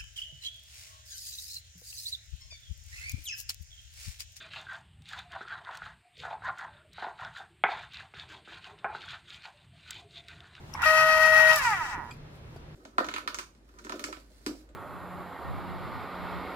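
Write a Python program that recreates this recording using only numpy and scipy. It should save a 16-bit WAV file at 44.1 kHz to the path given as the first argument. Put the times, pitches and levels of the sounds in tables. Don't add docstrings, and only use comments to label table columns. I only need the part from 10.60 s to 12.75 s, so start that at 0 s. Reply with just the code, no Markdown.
import sys
import numpy as np
from scipy import signal
from scipy.fft import rfft, irfft, next_fast_len
from scipy.io import wavfile

SR = 44100
rng = np.random.default_rng(int(sys.argv[2]) if len(sys.argv) > 2 else 0)


def dump_mix(stems):
    frames = np.atleast_2d(stems).T
    limited = np.clip(frames, -1, 1)
    pcm = np.round(limited * 32767).astype(np.int16)
    wavfile.write(sys.argv[1], SR, pcm)


def how_loud(loudness_db):
    steps = np.asarray(loudness_db, float) / 20
    return 10 ** steps


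N = 94815
T = np.arange(N) / SR

POWER_ON_S, POWER_RISE_S, POWER_OFF_S = 0.251, 0.012, 0.9146
LOCKED_HZ = 631.5

# start_s, knock_db, chatter_db, left_shift_db
TRAIN = [(.1, -77, -65.5, 3), (.18, -45, -41, -10), (.208, -32, -42, -11), (.236, -29.5, -31, -3),
         (.256, -31.5, -34, 2), (.6, -53, -35, 1.5), (.925, -61, -29, -1.5), (.958, -31, -34.5, -5),
         (1.05, -30, -37, -3), (1.13, -30.5, -40.5, -3), (1.215, -34, -43, -6), (1.33, -35.5, -42.5, -1.5),
         (1.42, -43, -57, -10.5), (1.51, -51.5, -49, -5.5), (1.55, -81, -77.5, 8)]


def rms_one(x):
    return x / np.sqrt(np.mean(x ** 2) + 1e-20)


def in_time(rows):
    s, *columns = np.transpose(rows)
    return [np.interp(T, s, c) for c in columns]


def at_hz(points, hz):
    table_hz, value = np.transpose(points)
    return np.interp(np.log(hz), np.log(table_hz), value)


def pan(db):
    return how_loud(np.multiply.outer([.5, -.5], db)).reshape(2, -1)


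def drift(rate_hz):
    r = np.exp(-80 * np.pi * rate_hz / SR)
    slow = signal.lfilter([1], [1, -2 * r, r * r], rng.standard_normal(N // 40 + 2002))[2000:]
    return np.interp(np.arange(N) / 40, np.arange(len(slow)), rms_one(slow))


def resonate(x, hz, width_hz):
    r = np.exp(-np.pi * width_hz / SR)
    poles = [1, -2 * r * np.cos(2 * np.pi * hz / SR), r * r]
    return signal.lfilter([(1 - r * r) / 2, 0, (r * r - 1) / 2], poles, x)


def banded_noise(spectrum, patchy_db, likeness):
    low_hz = spectrum[0][0]
    edges = np.geomspace(low_hz, 17000, int(3 * np.log2(17000 / low_hz)) + 2)
    white = rng.standard_normal((2, 2, N + SR // 2))
    out = 0
    for k, (low, high) in enumerate(zip(edges, edges[1:])):
        band = signal.butter(2, [low, high], "band", fs=SR, output="sos")
        mid, side = signal.sosfilt(band, white[k % 2])[:, -N:]
        hz = np.sqrt(low * high)
        alike = np.clip(at_hz(likeness, hz), -1, 1)
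        stereo = np.sqrt(1 + alike) * mid + np.sqrt(1 - alike) * side * [[1], [-1]]
        out = out + how_loud(at_hz(spectrum, hz) + patchy_db * drift(15)) * stereo
    return rms_one(out)


def tooth_rate():
    # start_s, tooth_rate_hz
    speed = [(.1, 20), (.17, 104), (.208, 322), (.235, 480), (.254, 625), (.27, 629), (.38, 631.5),
             (.945, 631.5), (.962, 620), (.996, 562), (1.052, 492), (1.09, 452), (1.196, 335), (1.246, 285),
             (1.3, 233), (1.362, 181), (1.424, 138), (1.56, 45)]
    return in_time(speed)[0]


def turning():
    teeth_per_shaft, teeth_per_cutter, cutter_peak_s = 10.65, 81, .395
    mesh = 2 * np.pi * np.cumsum(tooth_rate()) / SR
    cutter = mesh / teeth_per_cutter
    return mesh, mesh / teeth_per_shaft, cutter - np.interp(cutter_peak_s, T, cutter)


def room_tone():
    # hz, db_per_hz
    floor_colour = [(22, -3.5), (36, -9), (150, -13), (400, -19), (1500, -27.5), (4000, -36), (8000, -49),
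                    (16000, -49)]
    # hz, left_right_likeness
    floor_likeness = [(60, 0.88), (240, 0.92), (950, -0.026), (3770, -0.37), (15000, -0.91)]
    # hz, width_hz, level_db
    hums = [(55.2, 23, -59.5), (81.3, 8.8, -54.5), (119.7, 6.2, -57), (149.5, 11, -54)]
    out = how_loud(-49.5) * banded_noise(floor_colour, 0.69, floor_likeness)
    for hz, width_hz, db in hums:
        hum = resonate(resonate(rng.standard_normal(N), hz, width_hz), hz, width_hz)
        out = out + how_loud(db) * rms_one(hum)
    return out


def room(x):
    t60_s, wall_cut_hz = .22, 7000
    size = next_fast_len(N + SR)
    hz = np.arange(size // 2 + 1) * SR / size
    out, source = np.zeros((2, N)), rfft(x, size)
    for k, lag_s in enumerate(rng.uniform(.008, .035, 16)):
        loss = how_loud(-60 * lag_s / t60_s) / (1 + 1j * hz / wall_cut_hz)
        echo = loss * np.exp(-2j * np.pi * hz * lag_s)
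        out[k % 2] += irfft(source * echo / (1 - echo), size)[:N] * (-1) ** (k // 2)
    return out


def pitched_ticks():
    # start_s, peak_db, pitch_hz, t60_s, left_minus_right_db
    tick_table = [(0.0957, -44.5, 910, 0.034, 5), (0.137, -35.5, 5550, 0.023, 16.5),
                  (0.139, -46, 10900, 0.019, 9), (.138, -48, 13600, 0.015, 9), (0.146, -33, 950, 0.03, 3),
                  (0.15, -31, 980, 0.028, -4), (0.15, -43.5, 2250, 0.03, 13), (0.152, -48, 5340, 0.038, 11),
                  (0.22, -41.5, 4980, 0.018, 14), (.229, -18, 1399, 0.026, 1),
                  (0.233, -29.5, 960, 0.032, 4), (0.1376, -46, 2700, 0.031, 6), (1.51, -48, 3250, 0.035, 2),
                  (1.96, -55.5, 1483, .03, 0), (0.234, -24, 2676, 0.055, -2),
                  (0.9585, -26.5, 7700, 0.011, 7), (0.959, -27.5, 11900, 0.022, 8),
                  (1.376, -37.5, 326, 0.094, -6), (1.5095, -41.5, 2470, 0.025, -5),
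                  (1.51, -47, 4720, 0.022, 7), (1.508, -49.5, 7740, 0.028, 9),
                  (1.52, -45.5, 2460, 0.089, 0), (1.517, -56, 7300, 0.05, 7),
                  (1.524, -56.5, 4700, 0.093, 7), (1.96, -40.5, 302, 0.021, -2),
                  (1.961, -53.5, 1110, 0.04, -9.5), (1.96, -43, 680, 0.043, 1), (1.964, -56, 4700, .06, 7)]
    out = 0
    for s, db, hz, t60, pan_db in tick_table:
        age = np.maximum(T - s, 0)
        decay = how_loud(-60 * np.minimum(age / t60, 3))
        burst = rng.standard_normal(N) * (T > s) * np.minimum(age / .001, 1) * decay
        width_hz = .045 * hz + 150 * (hz < 1200)
        ring = resonate(resonate(burst, hz, width_hz) + .05 * burst, hz, 3 * width_hz)
        out = out + how_loud(db) * pan(pan_db) * ring / np.abs(ring).max()
    return out


def snaps():
    # start_s, level_db, t60_s, left_minus_right_db
    snap_table = [(.1375, -41, 0.024, 6), (.219, -31, .03, 5), (.9585, -19, 0.023, 8),
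                  (1.103, -32, 0.022, 1), (1.383, -52, .02, 3), (1.508, -51, 0.029, 2),
                  (1.521, -59, .03, 3), (1.567, -52, .015, 3), (1.96, -59.5, 0.067, 8)]
    band = signal.butter(1, [1800, 11000], "band", fs=SR, output="sos")
    out = 0
    for s, db, t60, pan_db in snap_table:
        noise = rng.standard_normal((3, N))
        decay = how_loud(-60 * np.clip((T - s) / t60, 0, 3))
        burst = (noise[0] + .6 * noise[1:]) * np.clip((T - s) / .0015, 0, 1) * decay
        out = out + how_loud(db - 3) * pan(pan_db) * signal.sosfilt(band, burst)
    return out


def rustle():
    # start_s, level_db
    rustle_level = [(0, -69), (.1, -62.5), (.2, -58), (.22, -95), (1.66, -95), (1.69, -80), (1.76, -66),
                    (1.83, -79), (1.97, -66), (2.04, -85)]
    colour = [(2500, 3), (5000, 1.5), (10000, -6), (16000, -7)]   # hz, db_per_hz
    hiss = banded_noise(colour, 1.5, [(3000, 0.299), (15000, .2)])
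    return hiss * how_loud(in_time(rustle_level)[0])


def envelope_slide():
    # start_s, level_db
    slide_level = [(.93, -90.5), (.98, -57), (1.04, -37), (1.12, -44.5), (1.19, -54.5), (1.25, -47),
                   (1.345, -52), (1.375, -90)]
    # hz, db_per_hz
    slide_colour = [(3500, -11), (5000, 5.5), (6500, 3), (7700, 1), (9000, -21), (12000, -15), (16000, -11)]
    hiss = banded_noise(slide_colour, 0.88, [(3000, 0.19), (15000, 0.13)])
    return hiss * how_loud(in_time(slide_level)[0]) * pan(1.2)


def blade_rub():
    # start_s, level_db, left_minus_right_db
    rub_level = [(.19, -83, 7), (.212, -63.5, 14), (.222, -44.5, 5.5), (.27, -38.5, 2.5), (.5, -40.5, 3.5),
                 (.93, -38, 5.5), (.99, -34, 1.5), (1.01, -51.5, 19), (1.12, -51, 9), (1.36, -67, -4),
                 (1.4, -71, 5), (1.54, -64, 2), (1.6, -89, 2)]
    # hz, db_per_hz
    rub_colour = [(3000, -9), (3550, -10), (4600, 3.5), (6200, -0.5), (8800, -17), (10800, -5), (12300, -9),
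                  (16000, -14)]
    throb_db, patchy_db = 1.0, .6
    db, pan_db = in_time(rub_level)
    hiss = banded_noise(rub_colour, patchy_db, [(3000, .5), (15000, 0.41)])
    hiss = hiss + 1.3 * resonate(hiss, 10700, 998) + 0.86 * resonate(hiss, 7920, 310)
    return hiss * how_loud(db + throb_db * np.cos(turning()[2]) + 1.2 * drift(70)) * pan(pan_db)


def paper():
    left, right = blade_rub() + envelope_slide() + rustle()
    return np.array([left, np.roll(right, 4)])


def coasting():
    # order, level_db, loudest_s, lasting_s
    coast_orders = [(2, -35, 1.087, 0.044), (5, -39, 1.04, .045), (6, -49, 1.08, 0.035),
                    (4, -42, 1.203, 0.045), (3, -42, 1.2, 0.034)]
    mesh = turning()[0]
    out = 0
    for order, db, s, length_s in coast_orders:
        swell = np.exp(-((T - s) / length_s) ** 2)
        out = out + np.sqrt(2) * how_loud(db + 1.6 * drift(30)) * swell * np.sin(round(order) * mesh)
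    return out


def gear_knocks():
    # hz, width_hz, gain_db, left_minus_right_db, knock_extra_db
    housing = [(794, 260, -10.5, 8.5, -8.5), (963, 95, -0.5, -2, 3.5), (1238.5, 93, -0.5, 5, 0),
               (1446, 114, 1, -1, 0), (1715, 40, 1.5, 4, 3), (1913, 53.4, 5.5, 10, 3.5),
               (2332, 80, -7, 14.5, 5.5), (2614, 99, -3.5, 14, -3), (3150, 360, -15, 14.5, -15),
               (3850, 170, -22, 26, -13.5), (5570, 200, -24, 22, -7), (6500, 370, -29, 20, -6)]
    tooth_scatter_s, knock_cut_hz, hard_above_hz = .000025, 1270, 374
    mesh, shaft, cutter = turning()
    rate = tooth_rate()
    knock_db, chatter_db, _ = in_time(TRAIN)
    count = np.floor(mesh / (2 * np.pi) + rate * tooth_scatter_s * drift(140))
    tooth = np.diff(np.maximum.accumulate(count), prepend=0).clip(0) * np.sqrt(SR / rate)
    uneven = 1 + 0.057 * rng.standard_normal(N) + 0.069 * np.cos(shaft)
    knocks = tooth * uneven * how_loud(knock_db + 2.9 * drift(14))
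    knocks = signal.sosfilt(signal.butter(2, knock_cut_hz, fs=SR, output="sos"), knocks)
    hard = np.clip(rate / hard_above_hz, 0, 1)
    knocks = hard * knocks + (1 - hard) * resonate(knocks, 790, 290)
    chatter = rng.standard_normal((2, N)) * how_loud(chatter_db + 1.1 * np.cos(cutter) + 1.4 * drift(64))
    soft_chatter = 0.11 * chatter + 1.44 * resonate(chatter, 680, 350)
    chatter = hard * chatter + (1 - hard) * soft_chatter
    out = 0
    for k, (hz, width_hz, db, pan_db, knock_extra_db) in enumerate(housing):
        alike = np.clip(1200 / hz, 0, 1) ** 2
        spread = np.sqrt(1 - alike ** 2) * chatter[1] * [[1], [-1]]
        drive = how_loud(knock_extra_db) * knocks + alike * chatter[0] + spread
        out = out + (-1) ** k * how_loud(db + 19) * pan(pan_db) * resonate(drive, hz, width_hz)
    return signal.sosfilt(signal.butter(3, 640, "high", fs=SR, output="sos"), out)


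def power_rise():
    return np.clip((T - POWER_ON_S) / POWER_RISE_S, 0, 1)


def power():
    return power_rise() * np.exp(-np.maximum(T - POWER_OFF_S, 0) / 0.037)


def side_tones():
    # hz, level_db, sway_hz (per cutter turn)
    tone_table = [(909, -45, 1), (1497, -37, 26), (2014.5, -43, 1), (5171, -57, 1)]
    cutter, gate = turning()[2], power()
    out = 0
    for hz, db, sway_hz in tone_table:
        pitch_hz = (hz + sway_hz * np.cos(cutter + 0.22)) * tooth_rate() / LOCKED_HZ
        phase = 2 * np.pi * np.cumsum(pitch_hz) / SR + .3 * drift(25.28)
        out = out + np.sqrt(2) * how_loud(db + 2.5 * drift(27)) * pan(1.3) * np.sin(phase) * gate
    return out


def whine():
    # start_s, load (0-1), second_order_shade_db, third_order_lift_db
    cutting = [(.26, 0.4, -7, 2.5), (.3, 0.25, -10.5, 2), (.4, 0.26, -7.5, 1.5), (.6, 0.41, -10, -2),
               (.625, 0.76, -10, 0.5), (.7, .8, -14.5, 0.5), (.78, 1, -12.5, 0.5), (.83, 0.9, -39, 2),
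               (.88, 0.93, -40, -1), (.92, 0.51, -7, 2)]
    # order, level_db, left_minus_right_db, load_gain_db, cutter_throb_db
    whine_orders = [(1, -28.5, 3.5, 0.9, -1.24), (2, -19, 0.5, 3, 1), (3, -26.5, 9.5, 7.5, 1),
                    (4, -34, 2, -9, 6), (5, -45, -10, -4, 1.5), (7, -44.5, 9.5, -7, 3.5),
                    (8, -44, -2, -11, 6.5), (9, -55.5, 17, -6.5, 7)]
    left_lead = [0.24, -1.15, 1.73, 3]
    shaft_depth, twice_shaft_depth, panel_fall_s = .1, .07, 0.046
    mesh, shaft, cutter = turning()
    load, shade_db, lift_db = in_time(cutting)
    gate = power()
    out = 0
    for k, (order, db, pan_db, load_db, throb_db) in enumerate(whine_orders):
        lead = left_lead[min(k, len(left_lead) - 1)] * (1 - 1.3 * load) * np.array([[.5], [-.5]])
        level = db + load_db * load + throb_db * np.cos(cutter)
        if k == 1:
            level = level + shade_db
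        if k == 2:
            level = level + lift_db
        level = level + min(.2 * order, 1.2) * drift(42)
        if k == 0:
            held_hz = np.where(T < POWER_OFF_S, tooth_rate(), LOCKED_HZ)
            phase = 2 * np.pi * np.cumsum(held_hz) / SR
            swell = power_rise() * np.exp(-np.maximum((T - POWER_OFF_S) / panel_fall_s, 0) ** 2)
        else:
            start = rng.uniform(0, 2 * np.pi, 2)
            phase = round(order) * mesh + min(.06 * order, .45) * drift(15)
            sway = shaft_depth * np.cos(shaft + start[0])
            if k == 2:
                sway = sway + shaft_depth * twice_shaft_depth / shaft_depth * np.cos(2 * shaft + start[1])
            swell = (1 + sway) * gate
        out = out + np.sqrt(2) * how_loud(level) * pan(pan_db) * np.sin(phase + lead) * swell
    return out + side_tones()


def scene():
    left_shift_db = in_time(TRAIN)[2]
    gears = (whine() + gear_knocks() + coasting()) * how_loud(left_shift_db * [[.5], [-.5]])
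    machine = gears + pitched_ticks() + snaps()
    return machine + how_loud(-20) * room(machine.mean(axis=0)) + paper() + room_tone()


def roll_off(x):
    return signal.sosfilt(signal.butter(12, 15750, fs=SR, output="sos"), x)


def record(dry):
    rounded = .75 * np.tanh(dry / .75)
    top_cut = signal.cheby2(12, 60, 17500, fs=SR, output="sos")
    return roll_off(signal.sosfilt(top_cut, rounded))


dry = scene()
out = record(dry)
dump_mix(out)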